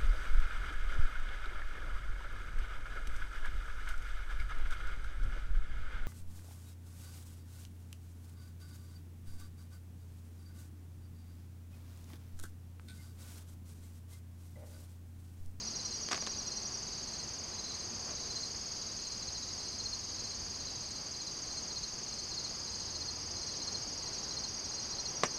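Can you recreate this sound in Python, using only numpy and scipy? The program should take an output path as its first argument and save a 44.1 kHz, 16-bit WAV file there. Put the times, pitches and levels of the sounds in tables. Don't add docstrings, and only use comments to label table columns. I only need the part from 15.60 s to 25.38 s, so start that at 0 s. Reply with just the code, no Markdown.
import sys
import numpy as np
from scipy import signal
from scipy.fft import rfft, irfft
from scipy.io import wavfile
from scipy.ndimage import uniform_filter1d

SR = 44100
rng = np.random.default_rng(int(sys.argv[2]) if len(sys.argv) > 2 else 0)


def wav_record(signal):
    frames = np.transpose(np.atleast_2d(signal))
    bounded = np.clip(frames, -1, 1)
    quanta = np.round(bounded * 32767).astype(np.int16)
    wavfile.write(sys.argv[1], SR, quanta)


N = 431298


def undb(db):
    return 10 ** (np.asarray(db) / 20)


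def rms(x):
    return np.sqrt(np.mean(x ** 2))


def fade(t, t60):
    return np.exp(-np.log(1000) * t / t60)


def swell_of(rows):
    times, levels = np.transpose(rows)
    db = np.interp(np.arange(N) / SR, times, levels)
    return db - db.mean()


def add(out, s, sound):
    i = int(s * SR)
    lo, hi = max(i, 0), min(i + len(sound), N)
    if hi > lo:
        out[lo:hi] += sound[lo - i:hi - i]


def walk(rate):
    k = int(SR / rate)
    held = np.repeat(rng.standard_normal(N // k + 1), k)
    smooth = uniform_filter1d(held, k)[:N]
    return smooth / rms(smooth)


def noise(points):
    hz, db = np.transpose(points)
    bins = np.maximum(np.arange(N // 2 + 1) * SR / N, 1)
    gain = undb(np.interp(np.log(bins), np.log(hz), db))
    x = irfft(rfft(rng.standard_normal(N)) * gain, N)
    return x / rms(x)


def bandpass(x, order, low_hz, high_hz):
    return signal.sosfilt(signal.butter(order, [low_hz, high_hz], "bandpass", fs=SR, output="sos"), x)


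# (frequency [Hz], relative density [dB per Hz])
AIR_SPECTRUM = [(20, -7), (50, 2.5), (120, 0), (250, -4), (360, -4), (460, -6.5), (600, -8), (1100, -9),
                (1450, -13), (2300, -14.5), (3200, -15.5), (7500, -20.5), (10000, -31), (15000, -42.5)]
AIR_DB = -49.5
# (time [s], level [dB])
TRAFFIC_SWELL = [(0.0, -55), (0.87, -54), (2.72, -53), (3.38, -55), (6.67, -54.5), (7.82, -52.5),
                 (9.78, -51.5)]
LOW_DRONE_DB = -61.5
# (time [s], half length to 1/e [s], rise [dB])
DRONE_SWELLS = [(4.5, 0.78, 7.6), (7.5, 0.54, 8.2)]
HIGH_DRONE_DB, HIGH_DRONE_FALL_DB_PER_S = -56.5, 1.5


def distance(waver_db=.5, traffic_low_hz=150, traffic_top_hz=2000):
    t = np.arange(N) / SR
    air = noise(AIR_SPECTRUM) * undb(AIR_DB)
    road = bandpass(air, 1, traffic_low_hz, traffic_top_hz)
    road_gain = undb(swell_of(TRAFFIC_SWELL) + waver_db * walk(9.6))
    out = air + road * (road_gain - 1)
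    load_db = sum(rise_db * np.exp(-((t - s) / width) ** 2) for s, width, rise_db in DRONE_SWELLS)
    low_db = LOW_DRONE_DB + load_db
    high_db = HIGH_DRONE_DB - HIGH_DRONE_FALL_DB_PER_S * t
    for hz, wander_hz, flutter_db, db in [(88.0, 4.04, 0.91, low_db), (223.8, 1.52, 0.44, high_db)]:
        phase = 2 * np.pi * np.cumsum(hz + wander_hz * walk(14)) / SR
        out = out + undb(db + flutter_db * walk(8)) * np.sin(phase)
    return out


FIELD_T60_S = .22


def scatter(x, echo_db, t60):
    t = np.arange(SR // 2) / SR
    tail = fade(t, t60) * np.minimum(t / 0.0032, 1)
    drift = np.pi * walk(0.99)
    echo = np.zeros(N)
    for share in (np.cos(drift), np.sin(drift)):
        reflections = rng.standard_normal(len(t)) * tail
        echo += share * signal.fftconvolve(x, reflections)[:N]
    return x + echo * undb(echo_db) * rms(x) / rms(echo)


def wing(u, top_hz, crest, droop, slide, octave_db, start):
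    hz = top_hz * (1 - droop * ((u - crest) / (1 - crest)) ** 2 - slide * u ** 10)
    phase = start + 2 * np.pi * np.cumsum(hz) / SR
    swell = np.abs(np.sin(np.pi * u)) ** .8
    return swell * (np.sin(phase) + undb(octave_db) * np.sin(2 * phase))


def cricket(strokes, shape, voice, pitch_scatter=0.0022, scatter_db=.5):
    length, top_hz, crest, droop, slide = shape
    octave_db, echo_db = voice
    out, u = np.zeros(N), np.linspace(0, 1, int(length * SR))
    loudest = max(db for s, db in strokes)
    variations = rng.standard_normal((len(strokes), 3))
    for (s, db), (detune, force, start) in zip(strokes, variations):
        hz = top_hz * (1 + pitch_scatter * detune - .0025 * (loudest - db))
        stroke = wing(u, hz, crest, droop, slide, octave_db, 2 * np.pi * start)
        add(out, s - length / 2, undb(db + scatter_db * force) * stroke)
    return scatter(out, echo_db, FIELD_T60_S)


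# (top pitch [Hz], pace [strokes/s], stroke length [s], pitch droop [0-1])
CHORUS = [(4710, 63.7, .011, .05), (4910, 63.2, .011, .05), (5250, 65.2, .009, .08), (5080, 72.3, .01, .08),
          (4690, 52, .014, .15), (4450, 29, .02, .13), (5860, 27, .02, .16), (6230, 25, .022, .15),
          (6430, 41, .018, .09), (7060, 31, .018, .05)]
# (mean level [dB RMS, before swells], octave [dB re fundamental], echo [dB re direct])
CHORUS_VOICES = [(-52, -26, -9), (-52.5, -26.5, -2), (-53, -36, -10), (-52.5, -38, -2), (-54, -38, 1),
                 (-55.5, -40, -1), (-56.5, -32, 2), (-51.5, -48, 0.5), (-59.5, -50, -1), (-68, -42, -19)]
# (time [s], level [dB])
CHORUS_SWELL = [(0.0, -44), (2.01, -46), (2.72, -44.5), (4.76, -44), (5.34, -46), (6.54, -45), (6.7, -44.5),
                (8.58, -44), (8.74, -44.5), (9.78, -44.5)]
LOWER_VOICES_HZ = 5500
HIGHEST_STOPS_S = 7.2


def chorus(swell_db=0.6, pace_scatter=.008, lower_swell=1.04):
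    out, together = 0, lower_swell * swell_of(CHORUS_SWELL)
    highest_hz = max(CHORUS)[0]
    for (top_hz, rate, length, droop), (db, octave_db, echo_db) in zip(CHORUS, CHORUS_VOICES):
        gaps = (1 + pace_scatter * rng.standard_normal(int(rate * N / SR) + 2)) / rate
        times = np.cumsum(gaps) - (1 + rng.random()) / rate
        shape = (length, top_hz, .3, droop, 0)
        song = cricket([(s, 0) for s in times], shape, (octave_db, echo_db), pitch_scatter=0.0049)
        level_db = db + swell_db * walk(1.8) + together * (top_hz < LOWER_VOICES_HZ)
        song = song / rms(song) * undb(level_db)
        if top_hz == highest_hz:
            song = song * fade(np.maximum(np.arange(N) / SR - HIGHEST_STOPS_S, 0), FIELD_T60_S)
        out = out + song
    return out


def chirps(rows, pattern):
    return [(s + delay, db + accent) for s, db in rows for delay, accent in pattern]


# (delay [s], accent [dB])
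FAR_PATTERN = [(0, -2), (.06, 1.5), (0.124, 1.3)]
# (length [s], top pitch [Hz], place of the top [0-1], pitch droop [0-1], closing slide [0-1])
REMOTE_STROKES = [(.024, 4130, .3, .1, .03), (.022, 4520, .3, .1, .03)]
# (octave [dB re fundamental], echo [dB re direct])
REMOTE_VOICE = (-30, 0)


def remote_chirpers(db=-52, pause=0.63, spread_db=2.5):
    out = 0
    for shape in REMOTE_STROKES:
        timing, force = rng.standard_normal((int(N / SR / pause) + 2, 2)).T
        times = pause * (np.cumsum(1 + .12 * timing) - 1 - rng.random())
        strokes = chirps(zip(times, db + spread_db * force), FAR_PATTERN)
        out = out + cricket(strokes, shape, REMOTE_VOICE)
    return out


WARM_UP_DB, WARM_UP_S = 9, 2


def trill(rows, full_db, slips=()):
    strokes = []
    for start, count, first_rate, last_rate, softness in rows:
        elapsed = np.append(0, np.cumsum(1 / np.linspace(first_rate, last_rate, count - 1)))
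        levels = full_db - softness * WARM_UP_DB * np.maximum(1 - elapsed / WARM_UP_S, 0)
        for when, loss_db in slips:
            levels[np.argmin(abs(start + elapsed - when))] += loss_db
        strokes += zip(start + elapsed, levels)
    return strokes


# (start [s], strokes, first pace [strokes/s], last pace [strokes/s], softness of the start [0-1])
FAST_TRILLS = [(.008, 192, 19.62, 19.53, 0)]
# (time [s], level change [dB])
FAST_SLIPS = [(4.039, -3.5), (4.14, -9), (7.615, -4.5)]
# (length [s], top pitch [Hz], place of the top [0-1], pitch droop [0-1], closing slide [0-1])
FAST_STROKE = (.023, 6605, .43, .115, .01)
# (octave [dB re fundamental], echo [dB re direct])
FAST_VOICE = (-52, -7)


def fast_triller():
    return cricket(trill(FAST_TRILLS, -39.5, FAST_SLIPS), FAST_STROKE, FAST_VOICE)


# (time [s], level [dB])
NEAR_CHIRPS = [(.018, -41.5), (.749, -43), (1.935, -41), (2.708, -38), (3.628, -38.5), (4.204, -31),
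               (4.946, -41), (5.548, -38.5), (6.111, -34.5), (6.723, -33), (7.36, -33), (8.022, -33),
               (8.716, -34), (9.333, -32.5)]
# (delay [s], accent [dB])
NEAR_PATTERN = [(0, -5.5), (.059, -1.5), (.13, -1.5)]
NEAR_STROKE = (.021, 4305, .15, .03, .14)
NEAR_VOICE = (-25.5, -10)


def near_chirper():
    return cricket(chirps(NEAR_CHIRPS, NEAR_PATTERN), NEAR_STROKE, NEAR_VOICE, pitch_scatter=.005)


# (start [s], strokes, first pace [strokes/s], last pace [strokes/s], softness of the start [0-1])
SLOW_TRILLS = [(.079, 13, 11.24, 11.18, 0), (7.633, 26, 12.12, 11.52, 1)]
SLOW_STROKE = (.024, 5795, .35, .06, .03)
SLOW_VOICE = (-41, -11.5)


def slow_triller():
    return cricket(trill(SLOW_TRILLS, -35.5), SLOW_STROKE, SLOW_VOICE)


FAR_CHIRPS = [.2, .86, 1.48, 2.087, 2.712, 3.397, 4.004, 4.591, 5.236, 5.852, 6.472, 7.076, 7.768, 8.411,
              9.063, 9.722]
FAR_STROKE = (.025, 4215, .3, .05, .03)
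FAR_VOICE = (-17, -0.34)


def far_chirper(db=-45):
    strokes = chirps([(s, db) for s in FAR_CHIRPS], FAR_PATTERN)
    return cricket(strokes, FAR_STROKE, FAR_VOICE, pitch_scatter=.005)


CRACKLE_S, CRACKLE_LENGTH_S, CRACKLE_DB, CRACKLE_FALL_DB_PER_S = .516, .08, -31, 118


def crackle(count=12, spread_db=3, sharp_db=4):
    delays = CRACKLE_LENGTH_S * rng.random(count) ** 2
    levels = CRACKLE_DB - CRACKLE_FALL_DB_PER_S * delays + spread_db * rng.standard_normal(count)
    return [(CRACKLE_S + delay, db, sharp_db) for delay, db in zip(delays, levels)]


# (time [s], level [dB], extra level of the sharp edge [dB])
CLICKS = [(.4875, -33, 7), (.5123, -24.5, -1), (.515, -24.5, 0), (.5272, -19.5, -11), (.5313, -22, 1),
          (.5445, -25.5, 1.5), (.578, -31, 0), (.624, -29, 1), (.666, -32.5, 8), (.672, -25, -3),
          (9.6351, -8.5, -8), (9.637, -19, -3)]
# (frequency [Hz], relative level [dB], t60 [s])
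CLICK_BODY = [(202, -23, .1), (480, -16, 0.021), (734, -14, 0.054), (1140, -2.5, 0.013),
              (1360, -11.5, 0.013), (1810, -6.5, 0.0076), (2640, -20, 0.0058), (5740, -6.5, 0.011)]
# (frequency [Hz], relative level [dB])
CLICK_TAIL = [(150, 8), (600, -2), (1200, -3.5), (2500, -4), (4000, -16), (7000, -10), (11000, -22),
              (16000, -47)]


def clicks(tail_db=-17, tail_t60=0.095, edge_db=-8, edge_t60=0.01, low_hz=240, top_hz=7500):
    out, t = np.zeros(N), np.arange(SR // 5) / SR
    tail = noise(CLICK_TAIL)
    edge = noise([(500, -8.5), (2500, 1.5), (6500, -1.5), (10000, -11), (15000, -41)])
    for k, (s, db, sharp_db) in enumerate(CLICKS + crackle()):
        ring = np.zeros(len(t))
        for hz, mode_db, t60 in CLICK_BODY:
            mode_hz = hz * (1 + 0.054 * rng.standard_normal())
            ring += undb(mode_db) * np.sin(2 * np.pi * mode_hz * t) * fade(t, t60)
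        part = slice(k * len(t), (k + 1) * len(t))
        spray = undb(tail_db) * tail[part] * fade(t, tail_t60)
        spray += undb(edge_db + sharp_db) * edge[part] * fade(t, edge_t60)
        add(out, s, undb(db) * (ring / 2 + spray))
    return bandpass(out, 2, low_hz, top_hz)


def rustle(s=2.5, width=0.041, db=-49):
    swell = np.exp(-((np.arange(N) / SR - s) / width) ** 2)
    brush = noise([(100, -9), (400, 0), (1000, -1), (2500, -10), (5000, -29), (12000, -45)])
    return undb(db) * swell * brush


def scene():
    background = distance() + chorus() + remote_chirpers()
    singers = fast_triller() + near_chirper() + slow_triller() + far_chirper()
    return np.tile(background + singers + clicks() + rustle(), (2, 1))


def record(dry, top_hz=15500):
    return signal.sosfilt(signal.ellip(10, .1, 70, top_hz, fs=SR, output="sos"), dry)


dry = scene()
out = record(dry)
wav_record(out)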